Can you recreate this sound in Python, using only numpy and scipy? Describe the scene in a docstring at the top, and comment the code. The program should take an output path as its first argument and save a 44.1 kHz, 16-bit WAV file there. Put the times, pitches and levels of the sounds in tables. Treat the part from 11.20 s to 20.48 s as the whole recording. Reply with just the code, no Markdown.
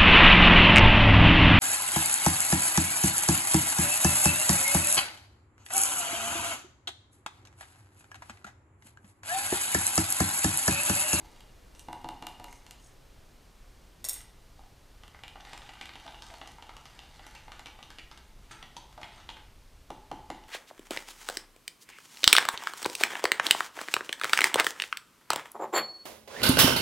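"""On a kitchen counter, a plastic tub of thick paint. A plastic spoon is knocked clean on tub and whisk
and dropped among other spoons; a wire whisk then stirs and is rapped three times on the rim. Impacts and
stick-slip friction excite the damped modes of tub, wires and spoons; pockets in the paint resonate as
they close. A far mono microphone hears the room; a near, thinner stereo pair lags 44 ms and fades out."""
import sys
import numpy as np
from scipy import signal
from scipy.fft import rfft, irfft, next_fast_len
from scipy.io import wavfile
from scipy.ndimage import uniform_filter1d

SR = 44100
rng = np.random.default_rng(int(sys.argv[2]) if len(sys.argv) > 2 else 0)


def wrap_up_sound(samples):
    """Save the sound to the file named by the first command line argument, as 16-bit audio."""
    columns = np.atleast_2d(samples).T
    # keep every value between -1 and 1, then stretch to whole-number steps
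    tamed = np.clip(columns, -1, 1)
    steps = np.round(tamed * 32767).astype(np.int16)
    wavfile.write(sys.argv[1], SR, steps)


N = 409245
GRIP_S = 2.6   # a hand grips the tub

# Modes of the tub with the whisk in it: f/Hz, level/dB, T60/s
TUB_MODES = [(136, -5.5, 0.094), (283, -18.5, 0.2), (321.7, 2, 0.035), (414, 1, 0.021), (564, 10.5, 0.0058),
             (740, -11.5, 0.17), (855, 12, 0.014), (866, -13.5, 0.11), (902, -14.5, 0.072),
             (952, -15, 0.26), (774, -17, .1), (946, -5.5, 0.0082), (1265, 7.5, 0.01), (1523, -1.5, 0.0072),
             (1578, 6.5, 0.0062), (1867, 8, 0.0031), (2065, 6.5, 0.0077), (2463, 8.5, 0.0033),
             (2860, -12, 0.063), (2900, -10, 0.035), (2930, 3.5, 0.0025), (3138, 5.5, 0.0058),
             (3385, 4.5, 0.0053), (3593, 7.5, 0.0055), (3873, 3, 0.0071), (4380, 6.5, 0.006),
             (4880, 14, 0.0024), (6010, 13.5, 0.0025), (7030, 10, 0.0035), (8260, 12, 0.0028),
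             (10060, 11, 0.0034), (11260, 15, 0.0017), (12250, 12, 0.0014)]
def tub(blow_db=-0.5, free_db=3, gripped_db=-13.5, high_bend=0.047, low_bend=0.053):
    """Modal superposition: blows and slips drive the same modes, each impulse with its own weights."""
    knock_s = np.array(KNOCKS)[:, 0] + .001   # each knock sounds 1 ms after its listed time
    touch_s = np.array(TOUCHES)[:, 0]
    blows = np.round(np.r_[knock_s, touch_s] * SR).astype(int)
    spread_db = np.where(np.arange(len(blows)) < len(knock_s), 1.8, 1.88)
    scatter_db = rng.standard_normal((len(blows), len(TUB_MODES))) * spread_db[:, None]
    grip = amp(np.where(np.arange(N) < GRIP_S * SR, free_db, gripped_db))
    slip_force = scraping()
    wall = np.round(drift(30, np.arange(N) / SR)).clip(-1, 1)   # bent in, at rest or bent out
    wall[blows[:len(knock_s)]] = 0   # knocks land on the stiff rim
    out = np.zeros(N)
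    for k, (hz, level_db, t60) in enumerate(TUB_MODES):
        force = slip_force(hz)
        force[blows] += amp(np.r_[knock_levels(hz), touch_levels(hz)] + blow_db + scatter_db[:, k])
        if t60 > .035 and hz > 600:   # the grip weakens lasting modes; lower thuds are the counter's
            force *= grip
        bends = wall * (t60 < .035)   # bending and the load of the paint detune the brief modes
        contact_cycles = 14.8 * (hz / 2000) ** 0.12
        for bend in np.unique(bends):
            bent_hz = hz * (1 + (high_bend if hz > 1500 else low_bend) * bend)
            mode = ring(amp(level_db) * force * (bends == bend), bent_hz, t60)
            out += swell(mode, bent_hz, contact_cycles)
    return out


# Knocks of the spoon, then the whisk, on the rim: t/s, level/dB, hardness/(dB per octave)
KNOCKS = [(0.002, -43.5, -6), (0.684, -28, -2.05), (0.843, -26, -2.1), (1.023, -27, 0.5), (1.197, -31.5, 0),
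          (8.703, -27, -0.5), (8.914, -24, -1.6), (9.101, -24, 0)]
# Spectrum of a knock: f/Hz, level/dB
KNOCK_SPECTRUM = [(150, -17), (300, -13), (550, -10), (850, -10), (1500, -17), (2800, -12.5), (8000, -22)]
def knock_levels(hz, pivot_hz=850):
    """Impact excitation: the harder a knock, the more its spectrum tilts towards the treble."""
    _, level_db, hardness = np.transpose(KNOCKS)
    return level_db + at_hz(KNOCK_SPECTRUM, hz) + hardness * np.log2(hz / pivot_hz)


# Touches of wires or spoon on the wall, and their quick echoes 10-18 ms later:
# t/s, level/dB, then relative hollow ring/dB, cluck/dB, clack/dB, snap/dB
TOUCHES = [(0.162, -52, -12, -9, -7, -1), (0.55, -53.5, -10, -13, -12, 12.5),
           (0.772, -68, -5, -10, -14, 10), (1.283, -55.5, -1, -3, 8, 8), (1.465, -49.5, -5, -11, -0.5, 9),
           (2.962, -48, -19, -6, -2, -5), (3.3919, -63, 18.5, 9, -14, -4), (3.835, -47, -9, 1, -5, 1),
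           (3.9461, -52.5, 0, 7.5, 5, -9), (4.0359, -34.5, -9, -35, 0.5, -4.5),
           (4.046, -51, -5, -7, -6, -23), (4.1565, -52.5, 12, 12, 0, -13), (4.2061, -44.5, -10, -7, -8, -4),
           (4.25, -48.5, 1, -6, 6, 0), (4.27, -49, -2, -4, -5, -12), (4.313, -54, -4, -18, -12, -12),
           (4.3325, -36, -11.5, -4.5, 1.5, -4), (4.342, -55, -3, -16, 4, -1),
           (4.4191, -41.5, -8, 0, -12, -19), (4.4911, -39.5, -4, -6, -6, -10),
           (4.5539, -47.5, 1, 1, -4, -13), (4.612, -35, -7.5, -19, 4, -4.5), (4.629, -52, 2, -27, 11, -11),
           (4.692, -38.5, -9.5, 0.5, -7, -13), (4.7029, -51, -9, -10, -4, -19),
           (4.7554, -41, -6, -8, -11, -2), (4.864, -47, 3, 6, -8, 2), (4.8786, -38.5, -3, -3, -8, -13),
           (4.945, -40.5, -8, -14, -3, -11), (5.0219, -38, -14, -1, -20, -0.5), (5.1018, -48, 1, -2, 0, -5),
           (5.1397, -47, 5, -1, -5, 7), (5.2145, -40, -1, 2, -5, -11), (5.274, -45.5, -4, 0.5, -10, 9),
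           (5.3833, -56.5, 10.5, 7.5, 0, 3), (5.424, -40.5, -0.5, -10, -11, -6),
           (5.4927, -41.5, -1.5, 4, -6, -11), (5.5667, -43.5, -10, 1, -7, 5),
           (5.6552, -46, -4, -0.5, -7, 6), (5.791, -39, -6.5, -17, -14, -3.5),
           (5.9941, -44.5, -4.5, 0, -8, -16), (6.0658, -47.5, -2, -1.5, 0, 10), (6.11, -58, -8, -8, -4, 10),
           (6.1505, -48, 1.5, -12, -1, 6), (6.2803, -52, 10, 7, 3, -10), (6.3188, -38.5, -12, 0.5, -8, -1),
           (6.3938, -44, -0.5, -3, -3, 7), (6.4588, -39, -13, -5, -9, 2),
           (6.4693, -41.5, -10, -6, -10, 1.5), (6.476, -52, -7, -25, -15, -7),
           (6.4838, -50.5, 3, -11, -6, 4), (6.5893, -50, 6, 7, -13, -8), (6.6278, -37.5, -11, -11, -18, -3),
           (6.7037, -46, -8, 3, -6, 8), (6.7852, -34.5, -14.5, -22, -11, -6),
           (6.7957, -44, -27, -22, -19, -2), (6.9136, -45, -5, 7, -13, -1), (6.975, -46.5, -9, -5, -4, 1),
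           (7.3101, -50, -1, 7, -17, -1), (7.4271, -39.5, -10.5, 2, -12, -2),
           (7.5665, -36, -4, -11, -34, 3), (7.727, -54.5, -5, 2, -8, 6), (7.7771, -50, 11.5, 9, -7, -5),
           (7.8146, -48.5, 4.5, 1, -1, 5), (7.8315, -35, -11.5, -9, 4, -9), (7.8422, -44, -5, -25, -6, -4),
           (7.9778, -49.5, -4, 3, -16, -14), (8.0107, -53, -7, -7, -17, -21),
           (8.0907, -31.5, -6, -14, -5.5, -14), (8.1015, -43, -8.5, -29, -7, -2),
           (8.1688, -45.5, -14, 1, 2, -8), (9.147, -51, 7, -2, -16, -16), (9.2378, -51, -5, -12, -14, -2)]
# Spectrum of a touch: f/Hz, level/dB, then shares of hollow ring, cluck, clack, snap
TOUCH_SPECTRUM = [(290, -9, 0.59, 0.31, 0.036, 0), (560, -13, 0, 0, 0.072, 0.51),
                  (826, -2, 0.9, 0, 0.0099, 0.082), (1370, -1.5, 0.07, 1, 0.057, 0.16),
                  (2400, 5, 0.12, 0.089, 0.92, 0.01), (3130, 2, 0, 0.0051, 0, 0.09),
                  (3930, -2, 0.17, 0.13, 0.021, 0.08), (6050, -6.5, 0.062, 0.077, 0, 0.72),
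                  (9000, -14, 0, 0, 0.15, 1)]
def touch_levels(hz):
    """Modal excitation: each touch or echo drives a mode by a common spectrum plus its own colour."""
    return np.array(TOUCHES)[:, 1] + at_hz(TOUCH_SPECTRUM, hz) + touch_colours(hz)


def touch_colours(hz):
    """Spectral weighting: four timbres add, in dB, to the colour of each touch or echo."""
    return sum(at_hz(TOUCH_SPECTRUM, hz, column=c) * np.array(TOUCHES)[:, c] for c in range(2, 6))


# Effort of the wires dragged along the wall: t/s, level/dB
STIR_EFFORT = [(0, -61), (0.12, -74), (.2, -81), (0.27, -90), (0.42, -100), (3.3, -100), (3.88, -74),
               (4.08, -78), (4.27, -61.5), (4.45, -60), (4.62, -63.5), (4.83, -59), (5.02, -62.5),
               (5.25, -67), (5.47, -65), (5.68, -69.5), (5.86, -62.5), (6.05, -57.5), (6.28, -68),
               (6.5, -68.5), (6.81, -75.5), (7.04, -89), (7.34, -68), (7.5, -71), (7.7, -63), (8.04, -61),
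               (8.24, -78), (8.4, -100)]
# Spectrum of a slip: f/Hz, level/dB
SLIP_SPECTRUM = [(130, -22.5), (300, -9), (800, -2), (2500, 5.5), (3500, 2.5), (5000, 0.5), (9000, -1.5),
                 (14000, -16)]
def scraping(slips_per_s=900, slip_db=-18.5, drag_db=-12, drag_s=0.011, drag_colour=0.29):
    """Stick-slip friction: random impulses; returns the force on a mode as a function of its frequency."""
    slips = np.flatnonzero(rng.random(N) < slips_per_s / SR)
    t = slips / SR
    touch_s, touch_db = np.array(TOUCHES).T[:2]
    last = np.maximum(np.searchsorted(touch_s, t) - 1, 0)   # a drag follows the last touch or echo
    drag = amp(touch_db[last] + drag_db) * np.exp(-abs(t - touch_s[last]) / drag_s)
    effort = amp(in_time(STIR_EFFORT)[slips]) + drag
    catch_db = 5.5 * drift(25, t)   # the wires catch and let go
    size_db = 4.1 * np.minimum(rng.exponential(1, len(slips)), 2.4)

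    def slip_force(hz):
        colour_db = touch_colours(hz)
        tilt_db = at_hz(SLIP_SPECTRUM, hz) + drag_colour * (colour_db[last] - colour_db.mean())
        tilt_db += 2.5 * drift(12, t)   # each stroke has a colour of its own
        strength = effort * amp(slip_db + size_db + catch_db + tilt_db)
        return impulses(slips, strength * rng.standard_normal(len(slips)))
    return slip_force


def thumps(push_db=-5.5, push_s=0.0037, start_hz=1150, end_hz=288, sink_s=0.0052,
           sway_db=-19, sway_s=0.0093, sway_hz=360, sag_hz_per_s=2970, spoon_lighter_db=19):
    """Rigid-body motion: a knock makes the whole tub jump, then rock; both pitches sink as it settles."""
    knock_s, level_db, _ = np.transpose(KNOCKS)
    level_db = level_db - np.where(knock_s < GRIP_S, spoon_lighter_db, 0)
    force = impulses(np.round(knock_s * SR).astype(int), amp(level_db))
    t = np.arange(SR // 10) / SR
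    hz = end_hz + (start_hz - end_hz) * np.exp(-t / sink_s)
    push = pulse(2 * t / push_s) * np.sin(2 * np.pi * np.cumsum(hz) / SR)
    rocking_s = np.maximum(t - 0.01233, 0)
    sway_phase = 2 * np.pi * (sway_hz - sag_hz_per_s * rocking_s / 2) * rocking_s
    sway = pulse(rocking_s / sway_s) * np.sin(sway_phase)
    return signal.oaconvolve(force, amp(push_db) * push + amp(sway_db) * sway)[:N]


# Pockets in the paint closing behind the wires: t/s, level/dB, f/Hz, puff length/s
POCKETS = [(4.045, -55, 2900, 0.014), (4.343, -44, 2290, 0.012), (4.612, -39, 2410, .02),
           (4.85, -30.5, 700, .021), (5.108, -32, 710, 0.029), (6.154, -36.5, 2600, 0.017),
           (6.185, -51, 2600, 0.013), (6.211, -48.5, 2170, 0.015), (6.274, -38, 750, .02),
           (6.461, -36, 2450, 0.019), (6.786, -35.5, 2340, .015), (7.778, -32, 700, 0.03),
           (7.835, -46, 2410, .015), (8.098, -42, 2870, 0.012)]
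def squelches(cycles=13):
    """Cavity resonance: a puff of noise passes twice through each pocket's resonance and sounds round."""
    out, t = np.zeros(N + SR), np.arange(SR // 5) / SR
    for start_s, level_db, hz, length_s in POCKETS:
        puff = amp(level_db) * pulse(4 * t / length_s) * rng.standard_normal(len(t))
        out[round(start_s * SR):][:len(t)] += 2 * swell(swell(puff, hz, cycles), hz, cycles)
    return out[:N]


# The spoon bounces among other spoons: t/s, level/dB, relative crack level/dB
BOUNCES = [(2.8428, -18, -3), (2.8495, -16.5, -3.5), (2.861, -28, -9), (2.866, -28, -10), (2.8871, -24, -7),
           (2.893, -35, -4), (2.896, -29, -10), (2.968, -41, -17)]
# Modes of the stiff spoons: f/Hz, level/dB, T60/s before t60_scale
SPOON_MODES = [(1950, -18, 0.39), (3570, -14.5, 0.35), (4500, -31, 0.35), (2670, -28, 0.27),
               (5500, -11.5, 0.65), (5575, -12, 0.61), (6520, -8, 0.4), (6700, -8, 0.3), (6900, -10, 0.22),
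               (7500, -10, 0.3), (8100, -16, .2), (8210, -2, 0.32), (8400, -4, 0.42), (8900, -4, 0.2),
               (8930, -16, 0.25), (9400, -15, 0.3), (9300, -1, 0.44), (9620, -5, 0.22), (10300, -6, 0.29),
               (10700, -19, 0.16), (11500, -11, 0.21), (11620, -12, 0.19), (11800, -6, 0.25),
               (12300, -7, .2), (12900, -11, 0.22), (13100, -12, 0.18), (13400, -18, 0.13),
               (14500, -20, 0.15)]
# Dull modes of their bowls: f/Hz, level/dB, T60/s before t60_scale
BOWL_MODES = [(370, -17.5, 0.092), (700, -8, 0.059), (1370, -17, 0.025)]
def spoons(ring_db=-13.0, spread_db=3.5, t60_scale=0.091, crack_s=0.0029, clatter_db=-30.0,
           clatter_s=0.034):
    """Damped free vibration: each bounce rings the spoons briefly, with a crack and a duller clatter."""
    bounce_s, bounce_db, crack_db = np.transpose(BOUNCES)
    at = np.round(bounce_s * SR).astype(int)
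    modes = SPOON_MODES + BOWL_MODES
    scatter_db = spread_db * rng.standard_normal((len(at), len(modes)))
    out = np.zeros(N)
    for k, (hz, level_db, t60) in enumerate(modes):
        force = impulses(at, amp(level_db + bounce_db + ring_db + scatter_db[:, k]))
        out += ring(force, hz, t60_scale * t60) * (-1) ** k
    hits = impulses(at, amp(bounce_db + crack_db))
    crack = np.diff(noise_bursts(hits, crack_s), prepend=0) / 2
    clatter = filtered(noise_bursts(hits, clatter_s), [1350, 5400], "band")
    return out + crack + amp(clatter_db) * clatter


# The spoon rubs on the wires: t/s, hold/s, level/dB, favoured f/Hz
RUBS = [(0.554, 0.0041, -53, 7630), (1.258, 0.07, -57.5, 6750), (1.6, 0.034, -55.5, 6800)]
# Modes of the whisk's wires: f/Hz, level/dB
WIRE_MODES = [(5380, -2), (5930, -6), (6250, -3), (6730, -4), (7670, -4), (7980, -10), (8550, 1),
              (9520, 3.5), (10600, 4)]
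def wires(rub_db=-9.0, slips_per_s=700, t60=0.018, rise_db_per_s=900, fall_db_per_s=700):
    """Frictional excitation: small slips of the spoon feed the wire modes near a favoured frequency."""
    slips = np.flatnonzero(rng.random(N) < slips_per_s / SR)
    t = slips / SR
    start_s, hold_s, held_db, favoured_hz = np.array(RUBS).T[:, :, None]
    rubs_db = held_db - rise_db_per_s * np.maximum(start_s - t, 0)
    rubs_db -= fall_db_per_s * np.maximum(t - start_s - hold_s, 0)
    envelope_db = rubs_db.max(axis=0)   # the strongest rub governs each slip
    centre_hz = favoured_hz[rubs_db.argmax(axis=0), 0]
    out = np.zeros(N)
    for hz, level_db in WIRE_MODES:
        off_centre_db = -23.0 * abs(np.log2(hz / centre_hz))
        strength = amp(envelope_db + rub_db + level_db + off_centre_db)
        out += ring(impulses(slips, strength * rng.standard_normal(len(slips))), hz, t60)
    return out


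# Reflections from counter, cupboards and wall: delay/s, level/dB, low-pass f/Hz
ECHOES = [(.0065, -10.5, 12000), (0.0116, -9, 9400), (0.0178, -7, 1500)]
# Reverberation time of the kitchen: f/Hz, T60/s
REVERB_TIMES = [(150, 0.77), (400, 0.51), (1000, 0.62), (2800, 0.46), (7300, 0.3), (14000, 0.22)]
def kitchen(wet_db, echo_db, onset_s):
    """Room impulse response: direct sound, early reflections, then a diffuse tail dying band by band."""
    t = np.arange(SR // 2) / SR
    edges = 80 * 2.0 ** np.arange(9)
    tail = 0
    for low, high in zip(edges, np.minimum(edges[1:], 19000)):
        octave = signal.butter(2, [low, high], "band", fs=SR, output="sos")
        band = signal.sosfilt(octave, rng.standard_normal(len(t)))
        tail = tail + band * amp(-60 * t / at_hz(REVERB_TIMES, np.sqrt(low * high)))
    spectrum = rfft(tail, SR)   # many walls and shelves: no narrow band stands out
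    flatten = uniform_filter1d(abs(spectrum), size=400) / uniform_filter1d(abs(spectrum), size=25)
    tail = irfft(spectrum * flatten)[:len(t)]
    response = amp(wet_db) * tail * (1 - np.exp(-(t / onset_s) ** 2))
    response[0] = 1
    for lag_s, level_db, dull_hz in ECHOES:
        click = np.arange(len(t)) == round(lag_s * SR)
        response += amp(level_db + echo_db) * filtered(click, dull_hz, "low")
    return response


# Room tone at the near pair: f/Hz, relative spectral level/dB
PAIR_TONE = [(24, -44.5), (40, -23), (195, 0.5), (413, 2), (2060, -13), (3980, -21.5), (4880, -27),
             (7010, -34), (9000, -38), (11700, -44), (19800, -120)]
# Fade of the near pair: t/s, level/dB
PAIR_FADE = [(0, 0), (1.2, -0.5), (2.9, -5.5), (4.1, -8.5), (4.8, -12), (5.5, -17), (6.2, -27), (7.2, -56)]
def near_pair(x, lag_s=.0442, gain_db=6.5, thin_hz=1800, shadow=0.052, shadow_hz=4000, tone_db=-64.0):
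    """Acoustic shadow: in this late, thin, drier pair the left capsule faces away and loses treble."""
    delayed = np.pad(x, (round(lag_s * SR), 0))[:N]
    thin = amp(gain_db) * filtered(delayed, thin_hz, "high")
    mid = signal.oaconvolve(thin, kitchen(wet_db=-34.5, echo_db=-6, onset_s=.011))[:N]
    side = -shadow * filtered(mid, shadow_hz, "high", order=2)
    unshared = kitchen(wet_db=-60.5, echo_db=-99, onset_s=.002)[1:]   # differs between the capsules
    side += signal.oaconvolve(thin, unshared)[:N]
    pair = np.array([mid + side, mid - side])
    pair += amp(tone_db) * np.array([coloured(PAIR_TONE), coloured(PAIR_TONE)])
    return pair * amp(in_time(PAIR_FADE))


# Hum and hiss of the kitchen: f/Hz, relative spectral level/dB
ROOM_TONE = [(8.8, -33), (15, 0), (43, -2.5), (107, -13), (124, -13), (156, -18), (490, -25), (584, -25),
             (1830, -31), (3200, -32), (4820, -33.5), (14700, -43.5), (16500, -37)]
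def far_microphone(x, dull_hz=7000, tone_db=-54.5):
    """Convolution with the room: mono, reverberant and a little dull, over steady hum and hiss."""
    roomy = signal.oaconvolve(x, kitchen(wet_db=-32.5, echo_db=0, onset_s=.013))[:N]
    return filtered(roomy, dull_hz, "low") + amp(tone_db) * coloured(ROOM_TONE)


def ring(force, hz, t60):
    """Damped oscillator: a unit impulse starts a decaying sine of height 1."""
    r, w = amp(-60 / (max(t60, .0003) * SR)), 2 * np.pi * hz / SR
    return signal.lfilter([0, np.sin(w)], [1, -2 * r * np.cos(w), r * r], force + 1e-18)


def swell(x, hz, cycles):
    """Resonant build-up, as in a soft contact: peak gain near 1, a 60 dB decay in the given cycles."""
    return 2 * (1 - amp(-60 * hz / (cycles * SR))) * ring(x, hz, cycles / hz)


def noise_bursts(hits, decay_s):
    """Exponential decay: each impulse starts a dying burst of white noise."""
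    return signal.lfilter([1], [1, -np.exp(-1 / (decay_s * SR))], hits + 1e-18) * rng.standard_normal(N)


def coloured(spectrum):
    """Spectral shaping: steady noise of the given spectrum, rms 1."""
    size = next_fast_len(N)
    hz = np.maximum(np.arange(size // 2 + 1) * SR / size, 1)
    noise = irfft(rfft(rng.standard_normal(size)) * amp(at_hz(spectrum, hz)), size)[:N]
    return noise / np.sqrt(np.mean(noise ** 2) + 1e-20)


def drift(rate, t):
    """Random modulation: Gaussian points, rate per second, joined by lines."""
    points = rng.standard_normal(round(10 * rate) + 2)
    return np.interp(t * rate, np.arange(len(points)), points)


def impulses(at, heights):
    """Impulse train at the given samples."""
    train = np.zeros(N)
    train[at] = heights
    return train


def pulse(u):
    """Critically damped envelope, peaking at 1 when u = 1."""
    return u * np.exp(1 - u)


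def filtered(x, hz, kind, order=1):
    """Maximally flat filter."""
    return signal.lfilter(*signal.butter(order, hz, kind, fs=SR), x)


def amp(db):
    """Amplitude ratio of a level."""
    return 10 ** (np.asarray(db) / 20)


def at_hz(rows, hz, column=1):
    """Interpolation of a spectrum in log frequency."""
    return np.interp(np.log(hz), np.log(np.array(rows)[:, 0]), np.array(rows)[:, column])


def in_time(rows):
    """Interpolation of a curve at every sample."""
    return np.interp(np.arange(N) / SR, *np.transpose(rows))


def scene():
    """Airborne sound crosses the room; structure-borne thumps come straight through the counter."""
    airborne = tub() + squelches() + spoons() + wires()
    return far_microphone(airborne) + near_pair(airborne) + thumps()


def record(dry):
    """Band limiting: a steep low-pass removes everything above 16.4 kHz."""
    return signal.sosfilt(signal.cheby2(12, 70, 16400, fs=SR, output="sos"), dry)


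dry = scene()
out = record(dry)
wrap_up_sound(out)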